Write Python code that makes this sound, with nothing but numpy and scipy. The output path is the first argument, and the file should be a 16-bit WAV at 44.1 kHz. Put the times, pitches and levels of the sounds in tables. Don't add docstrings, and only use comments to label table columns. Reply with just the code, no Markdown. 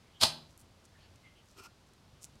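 import sys
import numpy as np
from scipy import signal
from scipy.fft import rfft, irfft
from scipy.io import wavfile
from scipy.ndimage import uniform_filter1d

SR = 44100
rng = np.random.default_rng(int(sys.argv[2]) if len(sys.argv) > 2 else 0)


def dump(signal):
    limited = np.clip(np.atleast_2d(signal).T, -1, 1)
    pcm = np.round(limited * 32767).astype(np.int16)
    wavfile.write(sys.argv[1], SR, pcm)


N = 105840


def from_db(db):
    return 10 ** (np.asarray(db) / 20)


def unit_rms(x):
    return x / np.sqrt(np.mean(x ** 2) + 1e-20)


def seconds():
    return np.arange(N) / SR


def at_hz(points, hz):
    points_hz, values = np.transpose(points)
    return np.interp(np.log(np.maximum(hz, 1)), np.log(points_hz), values)


def swell(middle_s, half_s):
    return np.exp(-((seconds() - middle_s) / half_s) ** 2)


def coloured(x, tone):
    size = 2 * N
    gain = unit_rms(from_db(at_hz(tone, np.arange(N + 1) * SR / size)))
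    cepstrum = irfft(np.log(gain))
    causal_fold = np.r_[1, np.full(N - 1, 2), 1, np.zeros(N - 1)]
    response = np.exp(rfft(cepstrum * causal_fold))
    return irfft(rfft(x, size) * response)[:N]


def clicks(rows):
    out = np.zeros(N)
    for start_s, db in rows:
        out[int(start_s * SR)] += from_db(db)
    return out


def grains(per_s, spread_db):
    sizes = from_db(spread_db * np.minimum(rng.exponential(1, N), 4))
    signs = rng.choice([-1, 1], N)
    occurs = rng.random(N) < per_s / SR
    return unit_rms(sizes * signs * occurs)


def fractures(rows, splinter_db, t60_s):
    spray = rng.standard_normal(N) * np.exp(-np.log(1000) * seconds() / t60_s)
    spray /= np.sqrt(np.sum(spray ** 2))
    breaks = clicks(rows)
    return breaks + from_db(splinter_db) * signal.fftconvolve(breaks, spray)[:N]


def ring(x, modes):
    out = np.zeros(N)
    for k, (hz, db, t60_s) in enumerate(modes):
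        radius = np.exp(-np.log(1000) / (t60_s * SR))
        angle = 2 * np.pi * hz / SR
        mode = signal.lfilter([0, np.sin(angle)], [1, -2 * radius * np.cos(angle), radius ** 2], x + 1e-18)
        out += (-1) ** k * from_db(db) * mode
    return out


def around(x, hz, width_hz):
    return signal.lfilter(*signal.iirpeak(hz, hz / width_hz, fs=SR), x + 1e-18)


# frequency in Hz, relative level in dB.
BACKGROUND_TONE = [(15, -42), (25, -10), (91, -1.5), (209, -8.5), (267, -11.5), (482, -15.5), (552, -15),
                   (631, -15.5), (1410, -20.5), (1800, -23.5), (4500, -23.5), (11500, -37), (15500, -46)]

def background(level_db=-62.5, waver_db=0.4):
    waver = np.interp(np.linspace(0, 1, N), np.linspace(0, 1, 30), rng.standard_normal(30))
    return from_db(level_db + waver_db * waver) * coloured(rng.standard_normal(N), BACKGROUND_TONE)


# middle in seconds, half width in seconds, pitch in Hz, peak level in dB, rms jitter in Hz.
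SQUEAKS = [(0.07, 0.055, 2215, -72, 202), (0.165, 0.025, 3130, -60.5, 222), (0.96, 0.018, 1757, -63.5, 180),
           (1.04, .018, 1673, -71, 142), (1.03, 0.059, 2857, -67.5, 400), (1.04, .03, 4600, -65.5, 469),
           (1.265, 0.026, 2114, -58, 70.7), (1.271, 0.038, 2950, -67.5, 296.5),
           (1.385, .03, 2900, -64, 314), (2.17, 0.039, 2905, -72, 260)]

def squeaks(sag_hz_per_s=900):
    out = np.zeros(N)
    for middle_s, half_s, hz, db, jitter_hz in SQUEAKS:
        jitter = unit_rms(uniform_filter1d(rng.standard_normal(N), size=70))
        pitch_hz = hz - sag_hz_per_s * (seconds() - middle_s) + jitter_hz * jitter
        out += from_db(db) * swell(middle_s, half_s) * np.sin(2 * np.pi * np.cumsum(pitch_hz) / SR)
    return out


# time in seconds, level in dB.
CRUNCH_ENVELOPE = [(0.197, -67.5), (0.207, -42.5), (0.214, -30), (0.223, -24.5), (0.233, -23), (0.238, -21),
                   (0.245, -26.5), (0.263, -34), (0.301, -52), (0.34, -88)]
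# start in seconds, level in dB.
SNAPS = [(0.2132, -7), (0.2340, 0), (0.2351, 0.5), (0.2364, 2), (0.2376, -4.5)]
# frequency in Hz, relative level in dB.
CRUNCH_TONE = [(35, -15.5), (250, -17.5), (420, -20.5), (650, -8.5), (1000, -9), (1600, -16.5),
               (2300, -15.5), (3100, -5.5), (3900, -3.5), (5000, -4), (5900, -15.5), (8500, -15),
               (11500, -19.5), (15500, -36)]
SNAP_TONE = [(60, -22), (400, -17), (1050, -7), (1900, -22), (3000, -5), (3950, 5), (4700, -3.5),
             (5900, -12), (9400, -10.5), (12000, -24.5), (15500, -34.5)]
# frequency in Hz, relative gain in dB, T60 in seconds.
BLADE_MODES = [(2845, -44, 0.21), (3095, -41.5, .15), (3825, -36, .18), (4006, -32.5, 0.27),
               (4340, -40, .17), (4583, -37, .24), (4988, -41, .26), (5266, -42.5, 0.23),
               (6170, -54.5, .15), (8300, -52, 0.18)]

def smash():
    t = seconds()
    times_s, levels_db = np.transpose(CRUNCH_ENVELOPE)
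    envelope = from_db(np.interp(t, times_s, levels_db)) * (t > times_s[0]) * (t < times_s[-1])
    cracks = grains(per_s=12000, spread_db=1.94) * envelope
    snaps = fractures(SNAPS, splinter_db=-6.5, t60_s=0.0082)
    blade = from_db(-8) * ring(cracks + snaps, BLADE_MODES)
    return coloured(cracks, CRUNCH_TONE) + coloured(snaps, SNAP_TONE) + blade


# start in seconds, level before smoothing in dB.
BLOW_PUSHES = [(0.2245, -7.5), (0.2335, 4.5)]
BUMPS = [(0.566, -22), (0.628, -19), (1.999, -18), (2.129, -16), (2.288, -18), (2.356, -15.5)]
# frequency in Hz, gain in dB, T60 in seconds.
BOARD_MODES = [(57.7, -44, 0.11), (120, -36.5, 0.06), (153, -51.5, 0.78), (233.8, -42.5, 0.19),
               (355, -44.5, 0.068), (630, -31, 0.041), (727, -35.5, 0.027), (901, -36, 0.14),
               (1120, -32.5, .025), (1290, -37, .04)]

def board(cushion_s=0.00015, bump_cutoff_hz=218):
    pole = np.exp(-1 / (cushion_s * SR))
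    blow = signal.lfilter([1 - pole], [1, -pole], clicks(BLOW_PUSHES))
    lowpass = signal.butter(2, bump_cutoff_hz, fs=SR, output="sos")
    bumps = signal.sosfilt(lowpass, clicks(BUMPS) + 1e-18)
    return ring(blow + bumps, BOARD_MODES)


# middle in seconds, half width in seconds, level before filtering in dB, centre in Hz.
RUSTLES = [(0.512, .025, -66.5, 6000), (0.605, .018, -59.5, 9500), (0.853, .01, -62.5, 7120),
           (1.506, 0.047, -67.5, 5230), (1.88, 0.026, -70.5, 3950), (2.238, 0.018, -50, 7300),
           (2.29, .05, -78, 6100)]
# start in seconds, level before filtering in dB, centre in Hz.
TICKS = [(0.577, -37, 10080), (0.8532, -46, 7520), (1.159, -45, 7500), (1.458, -50.5, 8980),
         (1.487, -46.5, 5000), (1.638, -39, 14000), (1.936, -46, 7500), (2.23, -49, 5990),
         (2.2434, -24, 6800), (2.255, -42, 8000), (2.356, -49, 4900)]
# frequency in Hz, relative level in dB.
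SKIN_TONE = [(200, -8), (1500, -7), (3800, -5), (5500, 1), (9500, -1), (12000, -4), (15500, -6)]

def skin(width_hz=4200):
    crinkle = grains(per_s=6400, spread_db=7.5)
    out = np.zeros(N)
    for start_s, db, hz in TICKS:
        tick = fractures([(start_s, db)], splinter_db=5.5, t60_s=0.0055)
        out += around(tick, hz, width_hz)
    for middle_s, half_s, db, hz in RUSTLES:
        rustle = from_db(db) * swell(middle_s, half_s) * crinkle
        out += around(rustle, hz, width_hz)
    return coloured(out, SKIN_TONE)


# middle in seconds, half width in seconds, pitch in Hz, rms level at the middle in dB.
HUMS = [(0.755, 0.046, 89, -64), (1.118, 0.18, 87.74, -65)]

def hum():
    out = np.zeros(N)
    for middle_s, half_s, hz, db in HUMS:
        tone = np.sqrt(2) * np.sin(2 * np.pi * (hz * seconds() + rng.random()))
        out += from_db(db) * swell(middle_s, half_s) * tone
    return out


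# middle in seconds, half width in seconds, rub level in dB, hollow ring level in dB.
SCRAPE_STROKES = [(1.592, 0.022, -54.5, -56), (1.634, .017, -60.5, -77), (1.656, 0.015, -54, -80)]
# frequency in Hz, relative level in dB.
SCRAPE_TONE = [(200, -18), (800, -1.5), (1300, 7), (1900, -0.5), (2600, 5.5), (3600, -5), (5400, 2),
               (7000, -6.5), (9000, -5.5), (10000, -17), (11500, -8.5), (15500, -23)]
# frequency in Hz, gain in dB, T60 in seconds.
SCRAPE_MODES = [(1406, -21.5, 0.036), (2350, -29, 0.014)]

def scrape(hollow_hz=391, hollow_t60_s=0.096):
    slips = grains(per_s=3600, spread_db=-0.5)
    low_ring = unit_rms(ring(slips, [(hollow_hz, 0, hollow_t60_s)]))
    rub, hollow = np.zeros((2, N))
    for middle_s, half_s, rub_db, hollow_db in SCRAPE_STROKES:
        stroke = swell(middle_s, half_s)
        rub += from_db(rub_db) * stroke * slips
        hollow += from_db(hollow_db) * stroke * low_ring
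    return coloured(rub, SCRAPE_TONE) + ring(rub, SCRAPE_MODES) + hollow


# frequency in Hz, reverberation gain in dB.
ROOM_GAIN = [(100, -9), (250, -6), (500, -8.5), (900, -10.5), (2000, -6.5), (4000, -12.5), (5200, -8.5),
             (6200, -12), (8000, -9), (13000, -14.5)]
# frequency in Hz, T60 in seconds.
ROOM_T60 = [(100, 0.66), (260, 0.64), (800, 0.4), (1800, 0.35), (4800, 0.37), (8000, 0.21), (13000, 0.37)]

def kitchen(x, onset_s=0.006):
    t, tail = seconds(), np.zeros(N)
    edges_hz = np.geomspace(50, 17000, 15)
    white = rng.standard_normal((2, N))
    build_up = 1 - np.exp(-(t / onset_s) ** 2)
    for k, (low_hz, high_hz) in enumerate(zip(edges_hz, edges_hz[1:])):
        hz = np.sqrt(low_hz * high_hz)
        bandpass = signal.butter(2, [low_hz, high_hz], "band", fs=SR, output="sos")
        band = signal.sosfilt(bandpass, white[k % 2])
        fade = build_up * np.exp(-np.log(1000) * t / at_hz(ROOM_T60, hz))
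        tail += from_db(at_hz(ROOM_GAIN, hz)) * band * fade / np.sqrt(np.sum(fade ** 2))
    return signal.fftconvolve(x, tail)[:N]


def scene():
    blow = smash() + board()
    peel, rub, squeal = skin(), scrape(), squeaks()
    room = kitchen(blow + from_db(-8.5) * peel + from_db(-9) * rub + from_db(2.5) * squeal)
    return (blow + peel + rub + squeal + room + background() + hum())[None]


def record(dry):
    cutoff_hz = 15900
    return signal.sosfiltfilt(signal.ellip(10, .05, 60, cutoff_hz, fs=SR, output="sos"), dry)


dry = scene()
out = record(dry)
dump(out)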